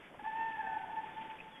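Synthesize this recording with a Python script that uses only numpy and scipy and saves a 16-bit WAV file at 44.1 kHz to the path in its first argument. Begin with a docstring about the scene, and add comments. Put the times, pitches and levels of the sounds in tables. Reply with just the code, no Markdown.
"""Crane duet in a ringing wood

A distant crane gives one drawn-out bugle that catches, swells, holds its pitch, sags and lingers low;
its mate joins as it falls. Both are harmonic tones with random modulation, sidebands and a noisy husk.
Trees return them as delayed copies, a decaying noise tail and short tonal swells. Shaped noise makes
soft wind and twig ticks, gliding sines a small bird's thin whistles; all sound dull in a narrow band."""
import sys
import numpy as np
from scipy import signal
from scipy.fft import rfft, irfft, next_fast_len
from scipy.io import wavfile
from scipy.ndimage import map_coordinates

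SR = 44100
rng = np.random.default_rng(int(sys.argv[2]) if len(sys.argv) > 2 else 0)


def wrap_up_sound(samples):
    """Save the sound to the file named by the first command line argument, as 16-bit audio."""
    columns = np.atleast_2d(samples).T
    # keep every value between -1 and 1, then stretch to whole-number steps
    tamed = np.clip(columns, -1, 1)
    steps = np.round(tamed * 32767).astype(np.int16)
    wavfile.write(sys.argv[1], SR, steps)


N = 70560  # samples

# spectra of the low rush and of the lighter rustle in the branches: f/Hz, relative density level/dB
RUSH_SPECTRUM = [(20, -4.5), (80, -9), (125, -4), (165, 1), (205, -1), (300, 0), (550, -3), (1000, -5.5),
                 (1500, -14.5), (3500, -42.5)]
RUSTLE_SPECTRUM = [(300, -28.5), (1000, -6.5), (1600, 0), (2400, -1), (3000, -4), (3600, -5)]
# mean strength of the rush and of the rustle: t/s, level/dB
RUSH_LEVEL = [(0.0, -59), (0.258, -57.5), (0.284, -58), (0.356, -55.5), (1.408, -57), (1.514, -59),
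              (1.6, -59.5)]
RUSTLE_LEVEL = [(0, -52), (.15, -55.5), (.26, -50.5), (.6, -50.5), (.9, -52), (1.25, -49), (1.45, -52.5),
                (1.6, -54.5)]

# twigs and dry stalks: t/s, centre f/Hz, offset at quarter gain/Hz, Gaussian deviation/s, level/dB
TICKS = [(0.042, 1940, 400, .01, -59), (0.148, 700, 396, 0.0066, -52.5), (0.226, 340, 299, 0.013, -56),
         (0.251, 1103, 89.4, 0.0083, -56), (1.219, 2570, 900, 0.0077, -54), (1.309, 2530, 902, 0.0091, -52),
         (1.391, 2510, 320, 0.0046, -52), (1.407, 2470, 320, 0.0033, -45)]

# course of the first crane's call, then its mate's: t/s, f/Hz, level/dB, overtones re fundamental/dB
LEAD_CALL = [(.19, 829, -54.5, -4.5), (.197, 835, -38, -14), (.228, 875, -66, -12.5),
             (.244, 850, -41, -10.5), (.28, 881, -37, -9), (.31, 872, -50, 2), (.335, 884, -39.5, -11),
             (.385, 901.3, -39.5, -7.5), (.412, 895.4, -34.5, -8.5), (.455, 900, -39, -5),
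             (.51, 894, -40.5, -6.5), (.56, 868.8, -52, 7.5), (.587, 851.5, -51.5, -6.5),
             (.62, 804.6, -49.5, -3.5), (.7, 758, -47, -9.5), (.745, 756, -58.5, 2.5),
             (.83, 756, -60.5, -0.5), (.875, 745.8, -53, -10.5), (.92, 750, -61.5, -7)]
MATE_CALL = [(.572, 876.5, -48, -7.5), (.587, 864, -41, -21.5), (.608, 881.8, -40, -1.5),
             (.64, 874.4, -51, -4), (.675, 884.6, -39, -9), (.715, 876, -44, -5.5), (.75, 876.5, -40, -9),
             (.779, 867, -36, -15.5), (.788, 860, -51.5, -5)]
# harmonics 2-4 of each bird: level at full effort/dB, extra dB per dB of effort
LEAD_OVERTONES = [(-1.5, 0), (-10, 3.7), (-33.5, 2.5)]
MATE_OVERTONES = [(2, 0.5), (-26, 3.5), (-32.5, 7.5)]
# irregularity of both voices: t/s, roughness (0-1)
ROUGHNESS = [(.19, 1.0), (.25, .7), (.28, .35), (.36, .25), (.55, .25), (.61, .7), (.77, .7), (.82, 1.0)]
JITTER, SHIMMER_DB = .014, 3.5  # random pitch (fraction) and level deviations at roughness 1
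FLUTTER_PER_S, EDGE_S = 170, .0072  # random knots per second; onset and release time
# a slow second vibration of the throat: sidebands below and above each harmonic
RASP_BELOW_DB, RASP_ABOVE_DB, RASP_HZ = -15.5, -23.5, 59.88
HUSK_DB, HUSK_KNOTS_PER_S = -16.5, 180

# decay of the scattered sound in the wood: f/Hz, 60 dB decay time/s
WOOD_T60 = [(500, 7.8), (900, 1.72), (1800, 2.0), (3500, 3.5)]
WOOD_DB, WOOD_BUILD_S = -8.5, .016  # level re calls; time constant of the build-up

# stands of trees: first crane's delay t/s, level re call/dB, mate's delay t/s, level re call/dB
STANDS = [(.17, -21, .218, -19), (.56, -18, .37, -22), (.85, -24, .57, -24), (1.13, -26, .8, -23)]
# soft ground swallows the lows on the long paths: f/Hz, level/dB
ECHO_COLOUR = [(700, -14), (810, -10), (865, -1), (890, 0), (1500, -4), (1800, -2), (2700, -10)]
ECHO_SMEAR_S, ECHO_SCATTER = .096, .22  # time to fall 60 dB; scattered part against the direct copy

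# brief swells in the ringing: t/s, length/s, f/Hz, level/dB, octave re fundamental/dB
SWELLS = [(.833, .016, 878, -40, -14), (.894, .016, 874, -39.5, -16), (.927, .03, 887, -43, -20),
          (.957, .054, 884, -37, -13), (1.031, .02, 881, -40.5, -20), (1.06, .045, 885, -45, -16),
          (1.157, .08, 888, -42.5, -16), (1.24, .125, 881, -47, -22)]
SWELL_EDGE_S, SWELL_ROUGHNESS = .004, .5

# a small bird: t/s, length/s, start f/Hz, end f/Hz, peak level/dB
WHISTLES = [(1.11, .07, 3500, 3470, -62), (1.505, .115, 3680, 3290, -58)]
WHISTLE_SETTLE_S, WHISTLE_FLUTTER_DB = .018, 1.5

# spectrum of a very faint hiss, mostly above the band: f/Hz, relative density level/dB
HISS_SPECTRUM = [(4200, -10.5), (4600, 0), (11500, 1), (12800, -4)]
HISS_DB, BAND_HZ, BAND_EXPONENT, TOP_HZ = -80, 3483, 58.6, 12800


def amp(db):
    """Amplitude ratio from a level in decibels."""
    return 10 ** (np.asarray(db) / 20)


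def unit(x):
    """Normalization to unit rms."""
    return x / np.sqrt(np.mean(x ** 2) + 1e-20)


def along(points, hz):
    """Interpolation of (f/Hz, value) points on a logarithmic frequency axis."""
    f, v = np.transpose(points)
    return np.interp(np.log(hz + 1), np.log(f + 1), v)


def curves(rows):
    """Linear interpolation in time: one value per sample for each column after t/s."""
    t, *columns = np.transpose(rows)
    return [np.interp(np.arange(N) / SR, t, column) for column in columns]


def wobble(rate):
    """Slow random modulation: a smooth curve through rate Gaussian knots a second."""
    return map_coordinates(rng.standard_normal(2000), [np.arange(N) * rate / SR], mode="mirror")


def filtered(x, response):
    """Linear filtering: the spectrum of x times a response of frequency."""
    m = next_fast_len(N + SR // 2)
    return irfft(rfft(x, m) * response(np.fft.rfftfreq(m, 1 / SR)), m)[:N]


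def noise(response):
    """Coloured noise of unit rms from filtered white noise."""
    return unit(filtered(rng.standard_normal(N), response))


def wind():
    """Turbulent noise: a low rush through the wood and a lighter rustle in the branches."""
    rush_db, = curves(RUSH_LEVEL)
    rustle_db, = curves(RUSTLE_LEVEL)
    rush = amp(rush_db + 0.77 * wobble(24)) * noise(lambda hz: amp(along(RUSH_SPECTRUM, hz)))
    rustle = amp(rustle_db + 1.3 * wobble(69.7)) * noise(lambda hz: amp(along(RUSTLE_SPECTRUM, hz)))
    return rush + rustle


def twigs():
    """Resonance under brief excitation: short dry scrapes, each noise in one broad resonance."""
    t = np.arange(N) / SR
    out = np.zeros(N)
    for s, hz, width, length, db in TICKS:
        envelope = np.exp(-.5 * ((t - s) / length) ** 2)
        scrape = envelope * noise(lambda f: 1 / (1 + ((f - hz) / width) ** 2) ** 2)
        out += amp(db) * np.std(envelope) * unit(scrape)
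    return out


def crane(call, overtones):
    """Harmonic voicing: a nearly pure bugle brightens with effort; modulation adds rasp and husk."""
    t = np.arange(N) / SR
    hz, db, bright_db = curves(call)
    rough, = curves(ROUGHNESS)
    effort_db = db - db.max()
    onset = np.clip((t - call[0][0]) / EDGE_S, 0, 1)
    release = np.clip((call[-1][0] - t) / EDGE_S + 1, 0, 1)
    phase = 2 * np.pi * np.cumsum(hz * (1 + JITTER * rough * wobble(FLUTTER_PER_S))) / SR
    slow = 2 * np.pi * np.cumsum(RASP_HZ * (1 + .35 * wobble(40))) / SR
    levels = [0] + [bright_db + level + growth * effort_db for level, growth in overtones]
    voice = np.zeros(N)
    for k, level in enumerate(levels, 1):
        below = amp(RASP_BELOW_DB) * np.sin(k * phase - slow)
        above = amp(RASP_ABOVE_DB) * np.sin(k * phase + slow)
        shimmer_db = SHIMMER_DB * rough * wobble(FLUTTER_PER_S)
        voice += amp(level + shimmer_db) * (np.sin(k * phase) + below + above)
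    # noise-modulated carrier on the lower sideband of the third harmonic
    husk = amp(bright_db + HUSK_DB) * wobble(HUSK_KNOTS_PER_S) * np.sin(3 * phase - slow)
    return np.sqrt(2) * onset * release * amp(db) * (voice + husk)


def wood(x):
    """Diffuse reverberation: countless trunks scatter the call into a long tail."""
    hz, t, z = signal.stft(rng.standard_normal(N), SR, nperseg=256)
    decay = amp(-60 * t / along(WOOD_T60, hz)[:, None])
    build = 1 - np.exp(-t / WOOD_BUILD_S)
    tail = signal.istft(z * decay * build, SR, nperseg=256)[1]
    return amp(WOOD_DB) * np.std(x) * unit(signal.fftconvolve(x, tail)[:N])


def echo(x, delay, db):
    """Discrete reflection: a late, slightly smeared copy from one stand of trees."""
    t = np.arange(N) / SR
    scatter = rng.standard_normal(N) * amp(-60 * t / ECHO_SMEAR_S)
    copy = unit(x) + ECHO_SCATTER * unit(signal.fftconvolve(x, scatter)[:N])
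    return amp(db) * np.std(x) * np.interp(t - delay, t, unit(copy), left=0)


def echoes(lead, mate):
    """Path delay and absorption: all returns lose their lows and some of their highest overtones."""
    returns = np.zeros(N)
    # each bird reaches each stand by its own path
    for lead_delay, lead_db, mate_delay, mate_db in STANDS:
        returns += echo(lead, lead_delay, lead_db)
        returns += echo(mate, mate_delay, mate_db)
    return filtered(returns, lambda hz: amp(along(ECHO_COLOUR, hz)))


def swells():
    """Uneven reverberation: the wood rings in short fluttering arches near the pitch of the call."""
    out = np.zeros(N)
    for s, length, hz, db, octave_db in SWELLS:
        age = np.clip(np.arange(N) / SR - s, 0, length)
        arch = np.sqrt(np.abs(np.sin(np.pi * age / length))) * np.minimum(age / SWELL_EDGE_S, 1)
        jitter = JITTER * SWELL_ROUGHNESS * wobble(FLUTTER_PER_S)
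        phase = 2 * np.pi * np.cumsum(hz * (1 + jitter)) / SR
        gain = amp(db + SHIMMER_DB * SWELL_ROUGHNESS * wobble(FLUTTER_PER_S))
        tone = np.sin(phase) + amp(octave_db) * np.sin(2 * phase)
        out += np.sqrt(2) * gain * arch * tone
    return out


def songbird():
    """Exponential frequency glide: thin whistles that drop and settle on a note."""
    out = np.zeros(N)
    for s, length, start_hz, end_hz, db in WHISTLES:
        age = np.clip(np.arange(N) / SR - s, 0, length)
        glide = end_hz + (start_hz - end_hz) * np.exp(-age / WHISTLE_SETTLE_S)
        hz = glide * (1 + 0.0088 * wobble(130))
        arch = np.sqrt(np.abs(np.sin(np.pi * age / length)))
        gain = amp(db + WHISTLE_FLUTTER_DB * wobble(99))
        out += gain * arch * np.sin(2 * np.pi * np.cumsum(hz) / SR)
    return out


def scene():
    """Superposition: the cranes with their echoes over the quiet wood."""
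    lead = crane(LEAD_CALL, LEAD_OVERTONES)
    mate = crane(MATE_CALL, MATE_OVERTONES)
    calls = lead + mate
    ringing = echoes(lead, mate) + wood(calls) + swells()
    background = wind() + twigs() + songbird()
    return (calls + ringing + background)[None]


def record(dry):
    """Band limitation: a narrow band with a very faint hiss, mostly above it."""
    heard = filtered(dry[0], lambda hz: 1 / np.sqrt(1 + (hz / BAND_HZ) ** BAND_EXPONENT))
    hiss = amp(HISS_DB) * noise(lambda hz: amp(along(HISS_SPECTRUM, hz)))
    return filtered(heard + hiss, lambda hz: hz < TOP_HZ)[None]


dry = scene()
out = record(dry)
wrap_up_sound(out)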